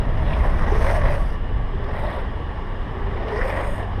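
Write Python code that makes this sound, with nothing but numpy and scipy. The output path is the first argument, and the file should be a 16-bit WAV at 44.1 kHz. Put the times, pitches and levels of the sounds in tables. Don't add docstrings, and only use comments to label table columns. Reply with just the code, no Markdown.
import sys
import numpy as np
from scipy import signal
from scipy.fft import rfft, irfft, next_fast_len
from scipy.io import wavfile
from scipy.ndimage import uniform_filter1d, map_coordinates

SR = 44100
rng = np.random.default_rng(int(sys.argv[2]) if len(sys.argv) > 2 else 0)


def put_to_file(sound):
    columns = np.atleast_2d(sound).T
    safe = np.clip(columns, -1, 1)
    whole_steps = np.round(safe * 32767)
    wavfile.write(sys.argv[1], SR, whole_steps.astype(np.int16))


N = 176400


def slides():
    out = np.zeros(N)
    for slide in range(3):
        chatter_db = 1.8 * wobble(105)
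        out += scrape(slide, chatter_db) + judder(slide) + hiss(slide, chatter_db)
    return out


# t/s, relative level/dB
SCRAPE_LOUDNESS = [
    [(0, -36.5), (.25, -32.5), (.58, -29), (.8, -28), (.9, -23), (1.0, -27.5), (1.06, -24), (1.2, -31.5),
     (1.33, -43)],
    [(1.72, -47), (1.92, -31), (2.05, -30.5), (2.17, -32), (2.26, -38.5)],
    [(2.85, -45), (3.18, -33.5), (3.3, -29.5), (3.48, -28.5), (3.6, -26.5), (3.72, -36.5), (3.8, -33),
     (3.88, -50), (4, -36)],
]
# f/Hz, relative level/dB
SCRAPE_SPECTRUM = [(150, -49), (300, -6), (420, -2), (650, 2.5), (770, -2.5), (900, 0), (1120, -2.5),
                   (1350, -9.5), (1600, -8), (1900, -4), (2250, -14), (2800, -21), (3600, -25),
                   (4400, -34.5), (5200, -30.5), (7000, -57), (12000, -80)]

def scrape(slide, chatter_db):
    loudness = amp(-2) * swell(SCRAPE_LOUDNESS[slide]) * unit(amp(chatter_db))
    return loudness * coloured(grit(), SCRAPE_SPECTRUM)


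# t/s, f/Hz, level/dB
JUDDER_PATHS = [
    [(0, 602, -43.5), (.42, 633.3, -35), (.66, 613, -46), (.73, 410.3, -31.5), (.83, 450, -34),
     (.91, 645, -27), (1.03, 595, -30), (1.17, 591.7, -32.5), (1.28, 573.4, -50)],
    [(1.75, 372.3, -39), (1.93, 410, -44), (2.05, 615, -34), (2.15, 600, -33.5), (2.27, 450, -45)],
    [(2.95, 398, -39.5), (3.22, 400, -40), (3.28, 428.7, -29.5), (3.35, 411, -32), (3.42, 488.5, -32),
     (3.48, 594, -29), (3.62, 570, -32), (3.68, 565, -32.5), (3.72, 601, -44), (3.79, 663.7, -31.5),
     (3.87, 693, -41)],
]
# multiple of the pitch, relative level/dB
JUDDER_TONES = [(1, -2.5), (2, -28), (3, -19)]

def judder(slide):
    path = JUDDER_PATHS[slide]
    shared_hz = curves(path)[0]
    wheels = np.zeros(N)
    for _ in range(4):
        drift = .045 * wobble(22)
        jitter = .0494 * wobble(300)
        flutter = amp(2.5 * wobble(110))
        wheels += flutter * tone(shared_hz * (1 + drift + jitter), JUDDER_TONES)
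    return swell([(s, db) for s, hz, db in path]) * unit(wheels)


# t/s, relative level/dB
HISS_LOUDNESS = [
    [(0, -75), (.2, -66), (.4, -59.5), (.68, -60.5), (.78, -55), (.82, -50), (.95, -49.5), (1.03, -59),
     (1.15, -54), (1.355, -65.5), (1.37, -73)],
    [(1.93, -73), (1.975, -65.5), (2.11, -65.5), (2.21, -69), (2.225, -74)],
    [(3.26, -78), (3.34, -65), (3.43, -63), (3.48, -58.5), (3.55, -60.5), (3.68, -58), (3.77, -57),
     (3.84, -69), (3.95, -87)],
]
# f/Hz, relative level/dB
HISS_SPECTRA = [
    [(3500, -5.5), (4400, -4), (5300, -2), (6800, -9), (7100, -22), (7700, -17), (8600, -1), (9900, -12.5),
     (10600, -2.5), (12000, -14), (15000, -16.5)],
    [(3500, -28), (5200, -11), (6400, -16), (7400, -13), (8600, 1), (9800, -13), (11100, 2), (12500, -16),
     (14000, -7), (15200, -21)],
    [(3500, -34), (5100, -3), (6000, -21), (6600, -1.5), (7300, -13.5), (8800, 5.5), (10000, -7.5),
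     (12800, -9.5), (15000, -19)],
]

def hiss(slide, chatter_db):
    loudness = amp(1.5 + chatter_db / 2) * swell(HISS_LOUDNESS[slide])
    return loudness * coloured(grit(), HISS_SPECTRA[slide])


def grit(hits_per_s=2500, hit_share=0.52):
    hits = unit((rng.random(N) < hits_per_s / SR) * rng.standard_normal(N))
    return np.sqrt(hit_share) * hits + np.sqrt(1 - hit_share) * patchy(patchy_db=3.0)


# middle t/s, length/s, level/dB, f/Hz
EDGE_RASPS = [(0.317, 0.084, -47, 3460), (0.322, 0.059, -41, 2470), (0.706, 0.059, -32, 840),
              (0.724, .05, -31.5, 369), (0.764, .035, -43, 2250), (1.062, .03, -35, 1020),
              (1.057, .03, -39, 1980), (0.808, 0.29, -56, 5700), (1.313, 0.08, -58, 5000),
              (2.088, 0.19, -50.5, 3620), (3.37, 0.14, -55.5, 5100), (3.419, 0.019, -28.5, 1860),
              (3.412, 0.032, -34.5, 1340), (3.48, 0.06, -32.5, 860), (3.527, 0.22, -42.5, 2240),
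              (3.48, 0.041, -54, 5000), (3.478, .055, -60, 12600), (3.7, 0.12, -61, 8876)]
# middle t/s, length/s, level/dB, f/Hz
WHEEL_SQUEALS = [(0.89, 0.045, -34, 2040), (2.165, 0.042, -35, 980), (3.392, 0.1, -38, 1910),
                 (3.548, .09, -40, 1980), (3.813, 0.045, -43, 1780), (3.825, 0.036, -51, 2868)]

def wheel_edges():
    def bursts(rows, width):
        return sum(amp(db) * bump(s, length) * narrow(hz, width) for s, length, db, hz in rows)

    roughness = unit(amp(3.6 * wobble(130)))
    return roughness * bursts(EDGE_RASPS, width=0.097) + bursts(WHEEL_SQUEALS, width=0.024)


# t/s, level/dB, added brightness/(dB per
KNOCKS = [(1.839, -38, 3.5), (3.282, -23, -0.5), (3.827, -34, -1)]
# f/Hz, relative level/dB
KNOCK_SPECTRUM = [(150, -23), (400, 21), (1900, 1), (3000, 3.5), (5200, -12.5), (7200, -35), (11000, -27),
                  (15000, -42)]

def knocks(rise_s=.0015, fade_s=.045):
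    out = np.zeros(N)
    for s, db, brightness in KNOCKS:
        age = np.maximum(clock() - s, 0)
        loudness = (1 - np.exp(-age / rise_s)) * amp(db - 60 * age / fade_s)
        spectrum = [(hz, level + brightness * np.log2(hz)) for hz, level in KNOCK_SPECTRUM]
        out += loudness * coloured(rng.standard_normal(N), spectrum)
    return out


# t/s, level/dB
TYRE_LOUDNESS = [(0, -34.5), (1.1, -38), (1.5, -36), (2.5, -35.3), (4, -34.5)]
# f/Hz, relative level/dB
TYRE_SPECTRUM = [(60, -44), (200, 0.0), (310, -5), (410, -1), (550, -6), (750, -5.5), (1000, -5),
                 (1150, -7.5), (1420, -15.5), (1810, -11.5), (2200, -19), (2550, -24), (2850, -22.5),
                 (3500, -25.5), (4400, -38), (5100, -36.5), (6100, -47), (7300, -52), (8700, -46.5),
                 (9800, -52.5), (13000, -58), (15000, -66)]
# f/Hz, width as a share of f, level/dB
WHEEL_RINGS = [(1134, 0.0088, -48), (1768, 0.053, -52), (2294, 0.0032, -68.5), (2835, 0.0097, -60),
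               (2947, 0.006, -62), (3110, 0.069, -60.5), (5050, 0.022, -73.5)]

def tyres():
    rush = amp(curves(TYRE_LOUDNESS)[0]) * coloured(patchy(patchy_db=1.25), TYRE_SPECTRUM)
    ringing = sum(amp(db) * narrow(hz, width) for hz, width, db in WHEEL_RINGS)
    return rush + ringing


# t/s, f/Hz, level/dB
ENGINE_PATH = [(0, 90, -48), (1.2, 92, -29.5), (2.3, 88.2, -44.5), (3.2, 92, -32.5), (3.6, 92.64, -31.5),
               (3.9, 95, -29)]
# multiple of the firing rate, relative level/dB
ENGINE_TONES = [(.5, 3), (1, 4.5), (2, -12)]

def engine():
    hz, db = curves(ENGINE_PATH)
    loudness = amp(db + 1.7 * wobble(11))
    return loudness * tone(hz * (1 + 0.01 * wobble(17)), ENGINE_TONES)


# t/s, relative level/dB
WIND_LOUDNESS = [(0, -16.5), (0.3, -15.5), (0.62, -15), (0.85, -18.5), (1.08, -17), (1.3, -24), (1.5, -21),
                 (2, -22), (2.45, -25), (2.85, -23), (3.4, -24), (4, -25)]
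# f/Hz, relative level/dB
WIND_SPECTRUM = [(10, -13), (22, 6), (33, -1.5), (45, -2.5), (65, -5), (140, -15.5), (175, -20),
                 (270, -25.5), (330, -31.5), (700, -66), (2000, -110)]

def wind():
    rumble = coloured(rng.standard_normal(N), WIND_SPECTRUM)
    buffets = amp(1.1 * wobble(12))
    return amp(curves(WIND_LOUDNESS)[0] - 1) * unit(rumble * buffets)


def amp(db):
    return 10 ** (np.asarray(db) / 20)


def unit(x):
    return x / np.sqrt(np.mean(x ** 2) + 1e-20)


def clock():
    return np.arange(N) / SR


def curves(rows):
    times, *columns = np.transpose(rows)
    return [np.interp(clock(), times, column) for column in columns]


def swell(rows, fade_db_per_s=200):
    outside_s = np.abs(clock() - np.clip(clock(), rows[0][0], rows[-1][0]))
    return amp(curves(rows)[0] - fade_db_per_s * outside_s)


def bump(s, length):
    return np.exp(-2 * ((clock() - s) / length) ** 2)


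def wobble(rate):
    return map_coordinates(rng.standard_normal(N // 16), [clock() * rate], mode="mirror", order=3)


def filtered(x, response):
    size = next_fast_len(N + SR // 2)
    return irfft(rfft(x, size) * response(np.fft.rfftfreq(size, 1 / SR)), size)[:N]


def coloured(x, spectrum):
    f, db = np.transpose(spectrum)
    return unit(filtered(x, lambda hz: amp(np.interp(np.log(hz + 1), np.log(f + 1), db))))


def narrow(centre_hz, width):
    noise = rng.standard_normal(N)
    return unit(filtered(noise, lambda hz: 1 / (1 + ((hz / centre_hz - 1) / (2 * width)) ** 2) ** 2))


def patchy(patchy_db):
    grid = signal.stft(rng.standard_normal(N), nperseg=512)[2]
    patches = uniform_filter1d(rng.standard_normal(grid.shape), size=4, axis=0)
    patches = uniform_filter1d(patches, size=8, axis=1)
    return unit(signal.istft(grid * amp(patchy_db * unit(patches)), nperseg=512)[1][:N])


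def tone(hz, tones):
    phase = 2 * np.pi * np.cumsum(hz) / SR
    return unit(sum(amp(db) * np.sin(k * phase + 2 * np.pi * rng.random()) for k, db in tones))


def scene():
    return (slides() + wheel_edges() + knocks() + tyres() + engine() + wind())[None]


def record(dry):
    top_hz = 15300
    return np.array([filtered(channel, lambda hz: hz < top_hz) for channel in dry])


dry = scene()
out = record(dry)
put_to_file(out)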